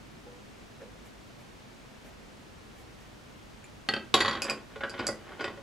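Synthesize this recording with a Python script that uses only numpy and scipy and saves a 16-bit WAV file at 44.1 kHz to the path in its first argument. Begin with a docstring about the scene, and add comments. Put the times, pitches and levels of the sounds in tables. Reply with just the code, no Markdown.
"""Coloured pencils on a wooden table

In a quiet room a pencil rubs faintly on a colouring book, taps the table and is let go.
It bounces and rolls to rest; then a hand pushes the pencils beside it, which clack, scrape and knock.
Each hit makes pencil and table ring with a few fading tones; rubbing is noise that swells and fades."""
import sys
import numpy as np
from scipy import signal
from scipy.fft import rfft, irfft
from scipy.io import wavfile
from scipy.ndimage import uniform_filter1d

SR = 44100
rng = np.random.default_rng(int(sys.argv[2]) if len(sys.argv) > 2 else 0)


def to_wav(sig):
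    """Store sig (one row per channel, or 1-D mono) as 16-bit WAV at the path in sys.argv[1].

    Samples outside -1..1 are clipped; the rate is SR.
    """
    pcm = np.clip(np.atleast_2d(sig), -1, 1) * 32767
    pcm = np.round(pcm).astype(np.int16)
    wavfile.write(sys.argv[1], SR, pcm.T)  # frames by channels


N = 247842
TIME, RING_TIME = np.arange(N) / SR, np.arange(SR // 3) / SR

# The held pencil taps the table: start_s, pencil_db, table_db, cutoff_hz
TAPS = [(3.888, -17.5, -29.5, 9900), (3.9372, -22, -32, 8500), (3.964, -29, -34.5, 4160)]
# The dropped pencil lands: start_s, pencil_db, table_db, on_point (0 blunt end, 1 point)
BOUNCES = [(4.141, -14.5, -21.5, 0), (4.143, -17.5, -19.5, 0.32), (4.165, -37, -34, 0.47),
           (4.177, -28, -31, 0.92), (4.2046, -19, -27, 0.6), (4.209, -21.5, -38, 0.9),
           (4.217, -28, -31, 0.4), (4.229, -35, -44, 0.91), (4.248, -25.5, -39, 0.55),
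           (4.257, -24.5, -28.5, 0.63), (4.280, -23.5, -29, 0.33), (4.284, -25, -38, 0.79),
           (4.31, -26, -34, 0.63), (4.330, -26.5, -42, 0.084), (4.352, -28.5, -32.5, 0.16),
           (4.372, -32.5, -38, 0.17)]
# Pencil hits pencil: start_s, pencil_db, table_db, cutoff_hz, near_end (0 to 1)
CLACKS = [(4.4201, -24, -41, 12600, 0.05), (4.443, -29, -43, 8000, 0.6), (4.4976, -23.5, -34, 9500, 0.04),
          (4.896, -35, -49, 8200, 0.36), (4.993, -36.5, -55, 5460, 0), (5.068, -20, -35, 11800, 1),
          (5.407, -35.5, -34, 5470, 0.3), (5.442, -32.5, -34, 6300, 0.14)]
# Softer hits on the table: start_s, pencil_db, table_db
NUDGES = [(4.758, -37.5, -35.5), (4.807, -31.5, -33), (4.835, -27, -28), (4.939, -35, -34),
          (4.978, -32, -49), (4.993, -31, -39), (5.396, -31.5, -38), (5.409, -30, -31.5),
          (5.442, -26, -35.5), (5.478, -29.5, -33)]  # tipping onto the next flat side
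KNOCKS = [(4.448, -25, -32.5), (4.503, -25, -36), (5.086, -21, -25), (5.574, -36.5, -38.5)]  # settling on the wood
# The hand pushes pencils over the wood: start_s, length_s, friction_db
SHOVES = [(4.439, 0.078, -35.5), (4.689, 0.05, -52.5), (4.8, 0.14, -50), (4.925, 0.06, -44.5),
          (4.982, 0.031, -32.5), (5.157, 0.064, -53), (5.242, 0.1, -47.5), (5.379, 0.093, -39.5)]
# The lead moves over paper: middle_s, length_s, rub_db, hiss_db, pitch_factor
STROKES = [(0.62, 0.035, -52.5, -84, 0.55), (0.824, 0.04, -46.5, -83, 0.98),
           (1.066, 0.027, -55, -58.5, 1.15), (1.411, 0.038, -56, -65, 1.24),
           (2.068, 0.055, -54, -62.5, 1.25), (2.797, 0.08, -62, -63, 1.6), (3.018, 0.055, -62, -67, 3.3)]
# The point is set down on the book: start_s, page_db, table_db
PRESSES = [(0.261, -46.5, -40.5), (0.809, -62, -42)]

# The tones a thing rings with when hit: pitch_hz, level_db, fade_s (time to fall by 60 dB)
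HELD_TONES = [(1300, -8, 0.05), (1600, -4, 0.035), (1943, -5.5, 0.055), (2676, -2.5, 0.022),
              (3100, -2, 0.02), (4470, -2.5, 0.03), (9850, -17, 0.012)]  # a pencil in the hand
FREE_TONES = [(1063, -3, 0.042), (1107, -6, 0.057), (1314, -8.5, 0.034), (1523, -8, 0.023),
              (1948, -9.5, 0.033), (2560, -12.5, 0.052), (3200, -5.5, 0.027), (3670, -4, 0.019),
              (4533, -11.5, 0.042), (7020, -17, 0.052), (10160, -12.5, 0.018)]  # a loose pencil
CLACK_TONES = [(2530, 3, 0.045), (4850, -3.5, 0.075), (7650, -11, 0.05), (10200, -13, 0.022)]  # a pencil hit by another
BUNDLE_TONES = [(1083.5, -8, 0.061), (1453, 6, 0.022), (1937, -8, 0.071), (2100, 3, 0.013),
                (2563, -10, 0.044), (3040, -2.5, 0.028), (3760, -8, 0.02)]  # pencils lying together
TABLE_TONES = [(114, -14.5, 0.2), (231, -7.5, 0.097), (274, -14, 0.082), (330.6, -9.5, 0.16),
               (400, -13.5, 0.088), (443, -12.5, 0.17), (549, -9.5, 0.13), (804, -3.5, 0.034)]
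THUMP_TONES = [(215, -2, 0.029)]  # the table under the hand's weight
TICK_TONES = [(2400, 0, .02), (7080, -4, .025), (9800, -10, .03)]  # a pencil turned in the fingers
BOOK_TONES = [(490, 0, .45), (850, -4, .25)]

# How strong each noise is from bass to treble: frequency_hz, level_db
PENCIL_CRACK = [(100, 16), (900, -11.5), (2400, 0.5), (3500, 11.5), (6000, -3), (11000, -11), (16000, -13)]
PENCIL_SNAP = [(300, -17), (2300, -5), (3700, -9), (4900, 2), (6800, 1), (9000, -7), (11000, -3),
               (16000, -42)]
TABLE_THUD = [(60, -28), (160, -14), (250, 0), (560, 0), (850, -4), (1500, -5), (2400, -11), (5000, -22),
              (12000, -42)]
TABLE_RUB = [(90, -37), (230, 16), (550, 10), (900, 7.5), (1600, 3), (3500, -6), (10000, -45)]
BOOK_RUB = [(100, -26), (420, -8), (500, 4), (640, -7), (1100, -18), (2000, -16), (5000, -36), (12000, -60)]
LEAD_HISS = [(300, -26), (2200, 29), (4500, -6), (7000, 18), (9000, 14), (13000, 15), (16000, -6)]
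ROOM_NOISE = [(27, -13.5), (46, 2), (77, -6), (113, -11.5), (146, -6), (210, -2.5), (285, -6.5), (825, -13),
              (2800, -19), (6540, -26), (13500, -39), (16000, -46)]

# Boosts and cuts: frequency_hz, gain_db
POINT_BOOST = [(1100, -6), (1800, 18), (3400, -24), (4500, 11.5), (7000, 4)]  # landing on the point rather than the blunt end
TABLE_BASS = [(110, 4), (155, -7), (200, 0)]  # the table gives off little sound between its two lowest tones
NOISE_WIDTH = [(30, -40), (120, 1), (2000, -1), (8000, -6), (14000, -1.5)]  # stereo spread of the room noise
ECHO_WIDTH = [(60, -44), (200, -22), (2500, -17.5), (5000, -5.5), (8000, -1.5), (12000, 3.5)]  # stereo spread of the echoes
# How long the room echoes: frequency_hz, fade_s
ROOM_FADE = [(100, 0.44), (1500, 0.3), (5000, 0.21)]


def taps():
    """The held pencil hits the table, and the weight of the hand adds a thump."""
    out = np.zeros(N)
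    for start_s, *hit in TAPS:
        pencil = ring(HELD_TONES) + ring(THUMP_TONES) + amp(-2) * burst(PENCIL_CRACK, fade_s=0.011)
        add(out, start_s, strike(pencil, *hit, rise_s=0.00035, rebound=0.49))
    return out


def bounces(hardest_cutoff_hz=10200, db_per_octave=10, rattle_gap_s=0.0075, rattle_db=-8):
    """The dropped pencil bounces: its blunt end gives a woody crack, its point a high ping."""
    out = np.zeros(N)
    hardest_db = max(row[1] for row in BOUNCES)
    for start_s, pencil_db, table_db, on_point in BOUNCES:
        tones = np.array(FREE_TONES, float)
        tones[:, 1] += on_point * look_up(POINT_BOOST, tones[:, 0])
        # a harder landing is a shorter contact: brighter, with more crack
        cutoff_hz = hardest_cutoff_hz * 2 ** ((pencil_db - hardest_db) / db_per_octave)
        crack_db = 9.5 + 0.32 * pencil_db
        pencil = ring(tones) + amp(crack_db) * burst(PENCIL_CRACK, fade_s=0.021)
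        add(out, start_s, strike(pencil, pencil_db, table_db, cutoff_hz, rise_s=0.00035, rebound=0.25))
        # the six-sided barrel rattles twice more, too lightly to move the table
        for delay_s in np.cumsum(rattle_gap_s * rng.uniform(0.5, 1, size=2)):
            barrel = ring(tones, blur=0.09) + burst(PENCIL_CRACK, fade_s=0.015)
            rattle = strike(barrel, pencil_db, -np.inf, cutoff_hz, rise_s=0.00026, rebound=0)
            add(out, start_s + delay_s, amp(rattle_db) * rattle)
    return out


def knocks(nudge_cutoff_hz=3800, knock_cutoff_hz=1600):
    """Pencils tip from one flat side to the next, or settle with a duller knock."""
    out = np.zeros(N)
    for rows, cutoff_hz in [(NUDGES, nudge_cutoff_hz), (KNOCKS, knock_cutoff_hz)]:
        for start_s, *hit in rows:
            bundle = ring(BUNDLE_TONES) + amp(-3.5) * burst(PENCIL_CRACK, fade_s=0.037)
            add(out, start_s, strike(bundle, *hit, cutoff_hz, rise_s=0.0023, rebound=0.4))
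    return out


def clacks(recoil_s=0.0105, recoil_db=-8, detune=0.014):
    """Two pencils hit each other, spring apart and meet again."""
    out = np.zeros(N)
    for start_s, *hit, near_end in CLACKS:
        # near its end a pencil's lowest tone has a still point: a hit there snaps and barely rings it
        tones = np.array(CLACK_TONES, float)
        tones[0, 1] -= 30 * near_end
        snap = amp(9.9 * near_end) * burst(PENCIL_SNAP, fade_s=0.0022)
        add(snap, recoil_s, amp(recoil_db) * burst(PENCIL_SNAP, fade_s=0.014))
        buzz = amp(-12) * burst(PENCIL_SNAP, fade_s=0.036)
        # the two differ a little in length, so in pitch, and rub as they ring
        pair = sum(ring(tones * [1 + k * detune, 1, 1], blur=0.065) for k in (-1, 1)) / np.sqrt(2)
        add(out, start_s, strike(pair + snap + buzz, *hit, rise_s=0.0001, rebound=0.2))
    return out


def strike(body, body_db, table_db, cutoff_hz, rise_s, rebound):
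    """One hit rings a thing and the table under it; a softer hit has a lower treble cutoff."""
    table = ring(TABLE_TONES) + burst(TABLE_THUD, fade_s=0.053)
    onset = 1 - np.exp(-RING_TIME / rise_s)
    sound = onset * (amp(body_db) * body + amp(table_db) * table)
    # a long stick does not land all at once: another part touches a moment later
    add(sound, rng.uniform(0.0008, 0.0035), rebound * sound)
    # things this small give off no deep bass
    return keep_band(sound, low_hz=149, high_hz=np.clip(cutoff_hz, 500, SR / 2.2))


def sliding(roll_start_s=4.215, roll_stop_s=4.44, roll_db=-40, fade_db_per_s=6, slips_per_s=900):
    """As pencils roll or are pushed, tiny slips rub the wood and make them ring."""
    rolled_s = np.maximum(TIME - roll_start_s, 0)
    # the dropped pencil loses speed until it meets its neighbours
    roll = motion(roll_start_s, roll_stop_s) * amp(roll_db - fade_db_per_s * rolled_s)
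    shoves = [amp(db) * motion(start_s, start_s + length_s) for start_s, length_s, db in SHOVES]
    friction = np.max([roll] + shoves, axis=0)
    slips = (rng.random(N) < slips_per_s / SR) * rng.random(N)
    grain = signal.oaconvolve(slips, amp(-60 * RING_TIME / 0.012))[:N]
    ringing = unit(signal.oaconvolve(slips * rng.choice([-1, 1], N), ring(BUNDLE_TONES))[:N])
    rub = unit(grain * noise(TABLE_RUB))
    scrape = friction * unit(rub + amp(-4) * ringing)
    return keep_band(scrape, low_hz=110, high_hz=5500, order=3)  # smooth lacquer does not hiss


def motion(start_s, stop_s, rise_s=0.017, coast_db_per_s=264):
    """The loudness of one movement: it gets going, holds and coasts to rest."""
    rise = np.clip((TIME - start_s) / rise_s, 0, 1)
    return rise * amp(-coast_db_per_s * np.maximum(TIME - stop_s, 0))


def squeak(middle_s=4.843, length_s=0.034, level_db=-31.5, centre_hz=1500, wobble_hz=125):
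    """A pencil sticks and slips very fast, making a brief squeak of unsteady pitch."""
    pitch_hz = centre_hz + wobble_hz * unit(uniform_filter1d(rng.standard_normal(N), size=150))
    swell = np.exp(-(2 * (TIME - middle_s) / length_s) ** 2)
    return amp(level_db) * swell * unit(np.sin(2 * np.pi * np.cumsum(pitch_hz) / SR))


def shading():
    """In each stroke the waxy lead drags with a low rubbing note and hisses on the paper."""
    out, t = np.zeros(N), RING_TIME - RING_TIME.mean()
    for middle_s, length_s, rub_db, hiss_db, pitch_factor in STROKES:
        rub = amp(rub_db) * noise(np.multiply(BOOK_RUB, [pitch_factor, 1]), size=len(t))
        hiss = amp(hiss_db) * noise(LEAD_HISS, size=len(t))
        swell = np.exp(-(2 * t / length_s) ** 2)
        add(out, middle_s + t[0], swell * (rub + hiss))
    return out


def touches(tick_s=3.6425, tick_db=-42.5):
    """The point thuds softly through book and table; later the pencil ticks as the fingers turn it."""
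    out = np.zeros(N)
    for start_s, *hit in PRESSES:
        page = ring(BOOK_TONES, blur=0.1)
        add(out, start_s, strike(page, *hit, cutoff_hz=800, rise_s=0.0035, rebound=0))
    add(out, tick_s, amp(tick_db) * ring(TICK_TONES))
    return out


def room(sound, direct_db=-2, tail_db=-7, scatter_db=-4):
    """Adds faint wall echoes and a short tail; sound bouncing off nearby things widens the treble."""
    mid_echoes = amp(tail_db) * echo_tail()
    for delay_s, db in [(0, 0), (0.0018, -11), (0.0102, -18), (0.0225, -20)]:
        mid_echoes[round(delay_s * SR)] += amp(direct_db + db)
    scatter = rng.standard_normal(SR) * amp(-60 * np.arange(SR) / SR / 0.005)
    side_echoes = amp(tail_db) * echo_tail() + amp(scatter_db) * scatter / np.linalg.norm(scatter)
    mid = signal.fftconvolve(sound, mid_echoes)[:N]
    side = colour(signal.fftconvolve(sound, side_echoes)[:N], ECHO_WIDTH)
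    return np.array([mid + side, mid - side])


def echo_tail():
    """Many small echoes at random times, the treble dying first."""
    echoes = rng.choice([-1., 1.], SR) * (rng.random(SR) < 0.1)
    hz, t, bands = signal.stft(echoes, SR, nperseg=256)
    fade = amp(-60 * t / look_up(ROOM_FADE, hz)[:, None])
    tail = signal.istft(bands * fade, SR, nperseg=256)[1][:SR]
    tail *= np.minimum(np.arange(SR) / SR / 0.002, 1) ** 2
    return tail / np.linalg.norm(tail)


def background(noise_db=-53, hum_db=-60):
    """Steady room noise and hiss, with a low hum."""
    mid = amp(noise_db) * noise(ROOM_NOISE) + amp(hum_db) * hum()
    side = amp(noise_db) * colour(noise(ROOM_NOISE), NOISE_WIDTH)
    return np.array([mid + side, mid - side])


def hum(pitch_hz=113, width_hz=40):
    """A wavering tone: noise kept to a narrow band around one pitch."""
    distance = (np.fft.rfftfreq(N, 1 / SR) - pitch_hz) / width_hz
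    return unit(irfft(rfft(rng.standard_normal(N)) / (1 + distance ** 2), N))


def ring(tones, blur=0.04):
    """Fading tones; each spot that is hit shifts their level and pitch, and loose contact blurs them."""
    hz, db, fade_s = np.transpose(tones)[:, :, None]
    level_shift, pitch_shift, direction = rng.standard_normal((3, len(tones), 1))
    fade = amp(db + 1.8 * level_shift - 60 * RING_TIME / fade_s)
    phase = 2 * np.pi * hz * (1 + 0.008 * pitch_shift) * RING_TIME
    phase += blur * np.sqrt(hz / 4000) * np.cumsum(rng.standard_normal(fade.shape), 1)
    return (np.sign(direction) * fade * np.sin(phase)).sum(0)


def burst(curve, fade_s):
    """Fading noise: tones too crowded to tell apart."""
    return noise(curve, size=len(RING_TIME)) * amp(-60 * RING_TIME / fade_s)


def noise(curve, size=N):
    """Noise of strength 1, shaped from bass to treble by a curve."""
    return unit(colour(rng.standard_normal(size), curve))


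def colour(sound, curve):
    """Boosts and cuts frequencies along a curve; nothing sounds ahead of its cause."""
    log_gain = np.log(amp(look_up(curve, abs(np.fft.fftfreq(len(sound), 1 / SR)))))
    response = np.exp(signal.hilbert(log_gain).conj())
    return irfft(rfft(sound) * response[:len(sound) // 2 + 1], len(sound))


def keep_band(sound, low_hz, high_hz, order=2):
    """Turns down what lies below low_hz or above high_hz."""
    return signal.sosfilt(signal.butter(order, [low_hz, high_hz], "bandpass", fs=SR, output="sos"), sound)


def look_up(curve, hz):
    """Reads between a table's rows, with octaves evenly spaced."""
    row_hz, values = np.transpose(curve)
    return np.interp(np.log(hz + 1), np.log(row_hz + 1), values)


def add(mix, start_s, sound):
    """Mixes a sound in at start_s."""
    part = mix[round(start_s * SR):][:len(sound)]
    part += sound[:len(part)]


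def amp(db):
    """Turns decibels into a multiplier."""
    return 10 ** (np.asarray(db) / 20)


def unit(sound):
    """Scales to an average strength (rms) of 1."""
    return sound / np.sqrt(np.mean(sound ** 2) + 1e-20)


def scene():
    """All the sounds in the room, with the pencils a little to the right."""
    on_table = colour(taps() + bounces() + knocks() + clacks() + sliding() + squeak(), TABLE_BASS)
    return room(on_table + shading() + touches()) * amp([[-0.4], [0.4]]) + background()


def record(dry):
    """Removes the very highest treble."""
    treble_cut = signal.firwin(511, cutoff=16000, window=("kaiser", 9), fs=SR)
    return signal.oaconvolve(dry, treble_cut[None], "same")


dry = scene()
out = record(dry)
to_wav(out)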